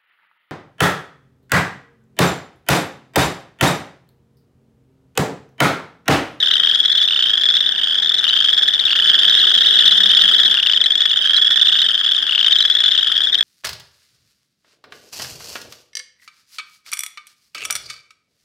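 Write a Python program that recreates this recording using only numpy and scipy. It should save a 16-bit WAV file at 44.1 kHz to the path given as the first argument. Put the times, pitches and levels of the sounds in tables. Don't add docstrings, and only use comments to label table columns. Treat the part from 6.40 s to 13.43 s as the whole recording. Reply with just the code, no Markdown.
import sys
import numpy as np
from scipy import signal
from scipy.fft import rfft, irfft, next_fast_len
from scipy.io import wavfile
from scipy.ndimage import uniform_filter1d, minimum_filter1d, map_coordinates

SR = 44100
rng = np.random.default_rng(int(sys.argv[2]) if len(sys.argv) > 2 else 0)


def store_pcm(level_fs):
    pcm = np.round(np.clip(level_fs, -1, 1) * 32767).astype(np.int16)
    wavfile.write(sys.argv[1], SR, np.atleast_2d(pcm).T)


def voltage_ratio(level):
    return 10 ** (np.asarray(level, float) / 20)


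N = 310002


def unit(x):
    return x / np.sqrt(np.mean(x ** 2) + 1e-20)


def filtered(x, response):
    m = next_fast_len(N + SR // 2)
    spectrum = rfft(x, m) * response(np.fft.rfftfreq(m, 1 / SR))
    return irfft(spectrum, m)[..., :N]


def colour(points):
    f, db = np.transpose(points)
    return lambda hz: voltage_ratio(np.interp(np.log(hz + 1), np.log(f), db))


def curves(rows):
    s, *columns = np.transpose(rows)
    return [np.interp(np.arange(N) / SR, s, column) for column in columns]


def rush(spectrum, alike):
    mid, side = filtered(rng.standard_normal((2, N)), colour(spectrum))
    turn = np.arccos(np.clip(alike, 0, 1)) / 2
    return unit(np.cos(turn) * mid + np.sin(turn) * side * [[1], [-1]])


def place(shapes, s):
    first = np.clip(np.round((s - .0005) * SR).astype(int), 0, N)
    at = (first[:, None] + np.arange(shapes.shape[2])).ravel()
    return np.array([np.bincount(at, side.ravel(), N + SR)[:N] for side in shapes])


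def trill(s, length, gap_ms, db, hz, side_db, ring_share):
    slowing_ms = 2.5
    shortest_gap_ms = 13.15
    rise_hz_per_tick = 42.6
    soft_start_db, swell_ticks, tiring_db = 4.5, 2.7, 3.5
    b = gap_ms - slowing_ms / 2
    gaps = max(2, round((np.sqrt(b * b + 2000 * slowing_ms * length) - b) / slowing_ms))
    slowing = 2 * (1000 * length - gaps * gap_ms) / (gaps * (gaps - 1))
    k = np.arange(gaps + 1)
    t = (k * gap_ms + slowing * k * (k - 1) / 2) / 1000
    gap_around_ms = gap_ms + slowing * (k - .5)
    ring_ms = np.maximum(3.2, ring_share * (gap_around_ms - shortest_gap_ms))
    level = db - soft_start_db * np.exp(-k / swell_ticks) - tiring_db * (k / gaps) ** 4
    pitch = hz + rise_hz_per_tick * (k - gaps / 2)
    return np.c_[s + t, level, pitch, ring_ms, side_db + 0 * t]


def voices(ticks, snap_db, scatter_db, path_us, rise_ms, throat_db):
    # (multiple of the sac pitch, level [dB], extra fall [dB per ms])
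    partials = [(.45, -17, 5.5), (.51, -15, 4), (1, -0.5, 0.59), (1.5, -20, 2), (1.62, -20, 4),
                (2, -32, 1.5), (2.5, -42.5, 1.5), (3, -40.5, 2.5)]
    # (frequency [Hz], level [dB])
    snap_colour = [(600, -36.5), (1500, -16.5), (2400, -35), (3500, 10), (7000, -14), (15000, -24)]
    sag, sag_ms = 0.05, 0.92
    s, db, hz, ms, side_db = np.transpose(ticks)[:, :, None]
    luck = rng.standard_normal((len(ticks), 12))
    left_right = np.array([1, -1])[:, None, None]
    t = np.arange(800) / SR

    rise = rise_ms * voltage_ratio(-db / 2)
    opening = np.sin(np.minimum(1000 * t / rise, 1) * np.pi / 2) ** 2
    shut = np.clip((1.48 * ms - 1000 * t) / (0.57 * ms), 0, 1)
    gate = opening * np.sin(shut * np.pi / 2) ** 2

    ears = t + 1e-6 * (12 + path_us * luck[:, :1]) * left_right
    settling = sag * sag_ms / 1000 * np.exp(-1000 * t / sag_ms)
    turns = hz * (ears - settling) * (1 + 0.0034 * luck[:, 1:2])

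    small_db = 6.5 * np.maximum(0, hz / 3700 - 1) * 10
    ring = 0
    for i, (k, level, fall) in enumerate(partials):
        if k < 1:
            level = level + throat_db + small_db
            fall = fall * (1 - 0.082 * throat_db)
        uneven_db = scatter_db * abs(np.log2(k)) * luck[:, 2 + i:3 + i]
        strength = voltage_ratio(level - fall * 1000 * t + uneven_db)
        ring = ring + strength * np.sin(2 * np.pi * k * turns + i * luck[:, 10:11])

    size = voltage_ratio(db + side_db / 2 * left_right)
    snap = rng.standard_normal((len(ticks), len(t))) + 1.13 * rng.standard_normal(ring.shape)
    snap = size * voltage_ratio(snap_db + 0.4 * luck[:, 11:] - 60 * t / 0.0053) * snap

    small_body = lambda f: 1 / (1 + (950 / (f + 1)) ** 6)
    rings = filtered(place(size * gate * ring, s[:, 0]), small_body)
    return rings + filtered(place(snap, s[:, 0]), colour(snap_colour))


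def near_frogs():
    # (first tick [s], length [s], first gap [ms], peak level [dB], mean pitch [Hz])
    left_trills = [(0.5171, 0.3681, 35.4, -9.8, 3465), (0.5729, 0.2255, 37.8, -10.3, 3445),
                   (0.9738, 0.2893, 38.97, -5.1, 3525), (1.4143, 0.3058, 28.46, -8.8, 3445),
                   (1.5993, 0.2443, 46.7, -5.4, 3485), (1.8843, 0.2387, 31.77, -11.6, 3515),
                   (2.1098, 0.3445, 56.28, -9.3, 3625), (2.2207, 0.5951, 35.49, -14.2, 3305),
                   (2.4147, 0.2763, 23.82, -7.1, 3355), (3.4012, 0.1543, 34.0, -6.3, 3015),
                   (4.1715, 0.6004, 28.04, -3.4, 3145), (5.1302, 0.4205, 43.12, -8.5, 3415),
                   (5.6459, 0.3563, 32.33, -7.3, 3245), (5.9224, 0.6556, 27.2, -3.2, 3185),
                   (5.928, 0.4413, 30.55, -4.8, 3315), (6.2569, 0.3378, 41.21, -10.5, 3435),
                   (6.4626, 0.2594, 26.6, -5.7, 3275)]
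    middle_trills = [(0.1097, 0.4459, 27.35, -4.2, 3215), (0.807, 0.4396, 33.2, -10.2, 3325),
                     (1.0271, 0.2557, 45.7, -9.1, 3335), (2.7652, 0.3357, 25.92, -6.1, 3215),
                     (2.8791, 0.4922, 33.88, -6.2, 3355), (3.5361, 0.155, 49.0, -5.6, 3585),
                     (3.7008, 0.1992, 35.7, -1.9, 3175), (3.84, 0.272, 52.4, -1.0, 3395),
                     (4.0841, 0.4949, 31.76, -6.3, 3305), (4.8438, 0.2301, 30.12, -4.6, 3235),
                     (5.2704, 0.332, 24.39, -7.2, 3065), (6.064, 0.1225, 63.85, 0.3, 3635),
                     (6.5767, 0.3202, 33.34, -7.1, 3175)]
    right_trills = [(0.4799, 0.2026, 45.22, -9.5, 3675), (0.6852, 0.2923, 23.14, -4.8, 3105),
                    (1.036, 0.1042, 52.25, -0.8, 3445), (1.3606, 0.1927, 35.4, -8.4, 3115),
                    (1.8677, 0.4103, 30.6, -4.5, 3195), (1.9573, 0.2862, 31.21, -8.1, 3395),
                    (2.1915, 0.1542, 42.83, -2.4, 3475), (2.4824, 0.2153, 23.03, -4.4, 2975),
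                    (3.1833, 0.2299, 32.77, -5.6, 3365), (3.4682, 0.3381, 55.33, -3.2, 3525),
                    (4.8294, 0.5602, 32.13, -6.4, 3415), (5.1077, 0.1062, 51.5, -1.9, 3515),
                    (5.663, 0.102, 55.25, -1.4, 3475)]
    bank_sides = [5.5, 0.4, -3.5]
    # (time [s], peak level [dB], sac pitch [Hz], length [ms])
    left_ticks = [(0.5234, -15, 4080, 6.5), (0.5794, -11.5, 3150, 14), (0.9038, -11, 3380, 7),
                  (1.1742, -13.5, 3330, 5.5), (1.2916, -6, 3310, 2.7), (1.6597, -10.5, 3580, 5.6),
                  (2.092, -9.5, 3100, 4.1), (2.67, -11, 3310, 2.6), (2.675, -6.5, 3520, 16),
                  (2.744, -11.5, 3910, 1.3), (2.8335, -4, 3360, 2), (3.394, -4, 3450, 3.3),
                  (3.4551, -5.5, 3590, 13), (3.4592, -0.5, 3460, 2.5), (3.6577, -10, 3510, 21),
                  (3.8233, -11, 3380, 4.7), (3.982, -11.5, 3820, 6.7), (4.1428, 0, 3380, 1.3),
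                  (4.2705, -2, 3540, 2.4), (4.3244, -4.5, 3380, 1.3), (4.44, -10.5, 3935, 11),
                  (4.6554, -4, 3330, 2.2), (4.966, -5, 3920, 6.6), (5.0468, -11, 3330, 20),
                  (5.1058, -14.5, 3535, 21), (5.2556, -12.5, 3480, 8.6), (5.8935, -9, 2900, 5.5),
                  (6.214, -13.5, 3890, 14), (6.4814, -8.5, 3480, 7.8), (6.9523, -5, 3160, 4.5)]
    middle_ticks = [(0.0027, -11, 3770, 13), (0.0271, -6, 3440, 3.3), (0.0885, -8, 3270, 5.2),
                    (0.1117, -13, 3950, 11), (0.139, -11.5, 3840, 8.6), (1.633, -9.5, 3600, 3.4),
                    (1.782, -10.5, 3840, 7.3), (1.842, 1.5, 3360, 1.3), (1.8907, -8, 3860, 5.6),
                    (2.6991, -3, 3230, 11), (2.9917, -9.5, 3980, 8.3), (3.1753, -5, 3390, 1.1),
                    (3.2371, -20.5, 3480, 3.9), (3.2692, -3, 3600, 3.1), (3.309, -21, 3220, 12),
                    (3.6047, 1, 3444, 3.4), (3.7152, -3, 3130, 3.3), (3.7707, -2, 3390, 11),
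                    (4.034, -5.5, 3690, 6.3), (4.0594, -12.5, 4020, 9), (4.2676, -14.5, 2760, 6.5),
                    (5.1965, -7.5, 3310, 3.1), (6.4388, -3.5, 3510, 7.8), (6.507, -14, 3540, 2.9),
                    (6.778, -5, 3280, 5.2), (6.837, -6, 3430, 24), (6.9449, -3, 3630, 3.5)]
    right_ticks = [(0.0606, -7, 3560, 10), (0.4546, -19, 3170, 15), (0.6165, -4.5, 3420, 7.7),
                   (1.1679, -4, 3700, 3.3), (1.752, -7.5, 3620, 1.4), (1.963, -9, 3490, 5.4),
                   (2.2812, -9.5, 3650, 4.9), (2.736, -6.5, 3264, 5.4), (2.846, -8, 2980, 3.4),
                   (2.8966, -4.5, 3730, 4.3), (2.9243, -28, 3340, 6), (2.951, 0, 3580, 2.8),
                   (3.151, -2, 3380, 3.6), (3.246, -7.5, 3020, 6.1), (3.3887, -0.5, 3600, 5.9),
                   (3.4247, -4.5, 3330, 3.1), (3.4784, 2, 3600, 5.7), (3.5095, -11.5, 3940, 19),
                   (3.6594, -2.5, 3280, 4.8), (3.8195, 3, 3560, 2.6), (4.619, -4, 3580, 6.7),
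                   (5.021, -9, 3420, 6.4), (5.4175, -3, 3720, 3.9), (6.225, -6.5, 3840, 3.2),
                   (7.0085, -1, 3380, 5)]
    # (time [s], peak level [dB], sac pitch [Hz], length [ms])
    small_frog = [
        (0.457, -8, 3800, 4),
        (0.585, -15, 4200, 2.9),
        (0.626, -18.5, 4560, 3.1),
        (2.399, -11, 4060, 1.6),
        (2.509, -17.5, 4490, 6.7),
    ]
    clear = []
    for rows, side_db in zip((left_trills, middle_trills, right_trills), bank_sides):
        for row in rows:
            clear.append(trill(*row, side_db, ring_share=0.2))
    clear = np.vstack(clear)
    clear[:, 3] *= np.exp(0.056 * rng.standard_normal(len(clear)))
    hidden = []
    for ticks, side_db in ((left_ticks, 7.5), (middle_ticks, 2.4), (small_frog, 2.4), (right_ticks, -3.5)):
        hidden.append(np.c_[ticks, np.full(len(ticks), side_db)])
    return voices(np.vstack([clear] + hidden), snap_db=-12.5, scatter_db=3.5, path_us=5.7,
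                  rise_ms=0.53, throat_db=0.5)


def far_frogs(count=8):
    waves = [-.45, .06, .66, 1.24, 1.8, 2.42, 2.75, 3.1, 3.4, 3.72, 4.16, 4.62, 5.24, 5.62, 5.9, 6.45]
    # (time [s], level [dB])
    far_level = [
        (0, -16.5),
        (1.2, -17.5),
        (1.5, -17),
        (2.4, -19.5),
        (2.75, -13),
        (4.05, -16),
        (4.2, -21.5),
        (5.3, -13),
        (5.9, -23),
        (7.03, -17),
    ]
    starts = np.repeat(waves, count)
    luck = rng.standard_normal((len(starts), 5))
    luck[:, 0] = np.tile(np.linspace(-.1, .22, count), len(waves)) + .03 * luck[:, 0]
    calls = []
    for s, (late, pace, size, pitch, side) in zip(starts, luck):
        hz = 3300 + 60 * pitch + 45 * pitch ** 2
        calls.append(trill(s + late, .63 + .044 * pace, 28 + 2 * pace, 2.38 * size, hz,
                           side_db=1.5 + 8.2 * side, ring_share=0.14))
    calls = np.vstack(calls)
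    calls = calls[(calls[:, 0] > 0) & (calls[:, 0] < N / SR)]
    chorus = voices(calls, snap_db=-15, scatter_db=4.5, path_us=15.3, rise_ms=2.33, throat_db=3.5)
    return voltage_ratio(curves(far_level)[0]) * unit(chorus)


def reeds(x, t60):
    t = np.arange(SR // 4) / SR
    tail = rng.standard_normal((2, len(t))) * voltage_ratio(-60 * t / t60) * (t > .003)
    return signal.fftconvolve(x, tail / np.linalg.norm(tail[0]), axes=1)[:, :N]


def country_rumble(level_db):
    # (frequency [Hz], level [dB per Hz])
    rumble_colour = [(50, -9.5), (190, 2), (400, 6), (900, 0.5), (1600, -22.5)]
    return voltage_ratio(level_db) * rush(rumble_colour, alike=0.57)


def wind(level_db, gusts):
    flutter = rush([(15, 12.0), (30, -15), (90, 2.0), (200, -29.0)], alike=0.19)
    return voltage_ratio(level_db + 1.0 + 2.9 * gusts) * flutter


def engine_hum(gusts):
    # (time [s], level [dB])
    hum_level = [
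        (3, -67.5),
        (3.75, -48),
        (4.13, -53),
        (4.2, -85),
    ]
    hum = rush([(165, -32.5), (190, 7.5), (208, 1), (240, -34.5)], alike=0.94)
    return voltage_ratio(curves(hum_level)[0] + 1.4 * gusts) * hum


def air_hiss():
    # (frequency [Hz], level [dB per Hz])
    hiss_colour = [(900, -9.5), (2400, -4), (15500, -41.5)]
    return voltage_ratio(-43) * rush(hiss_colour, alike=0.6)


def background():
    # (time [s], rumble level [dB], wind level [dB])
    low_levels = [(0, -48.5, -67), (0.7, -51, -70), (0.78, -51, -62.5), (0.98, -50, -68),
                  (2.53, -48.5, -69), (2.64, -44, -60), (4.12, -42.5, -65), (4.2, -50.5, -66.5),
                  (4.84, -52, -70.5), (4.95, -51.5, -60.5), (5.44, -50.5, -58), (5.6, -53.5, -69.5),
                  (6.55, -51.5, -65.5), (7.03, -52, -54)]
    rumble_db, wind_db = curves(low_levels)
    gusts = map_coordinates(rng.standard_normal(80), [np.arange(N) * 8 / SR])
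    return country_rumble(rumble_db) + wind(wind_db, gusts) + engine_hum(gusts) + air_hiss()


def scene():
    near, far = near_frogs(), far_frogs()
    echoes = reeds(voltage_ratio(-31.5) * near + voltage_ratio(-10.5) * far, t60=0.36)
    return near + far + echoes + background()


def top_cut(x):
    return signal.sosfilt(signal.butter(12, 15670, fs=SR, output="sos"), x)


def record(dry):
    top_hz = 15700
    need = np.minimum(1, (0.84 / (np.abs(dry).max(0) + 1e-9)) ** 0.58)
    gain = uniform_filter1d(minimum_filter1d(need, size=61), size=61)
    banded = filtered(dry * gain, lambda hz: hz < top_hz)
    mix = np.clip(voltage_ratio(0.51) * banded, -1, 1)
    return top_cut(mix)


dry = scene()
out = record(dry)
store_pcm(out)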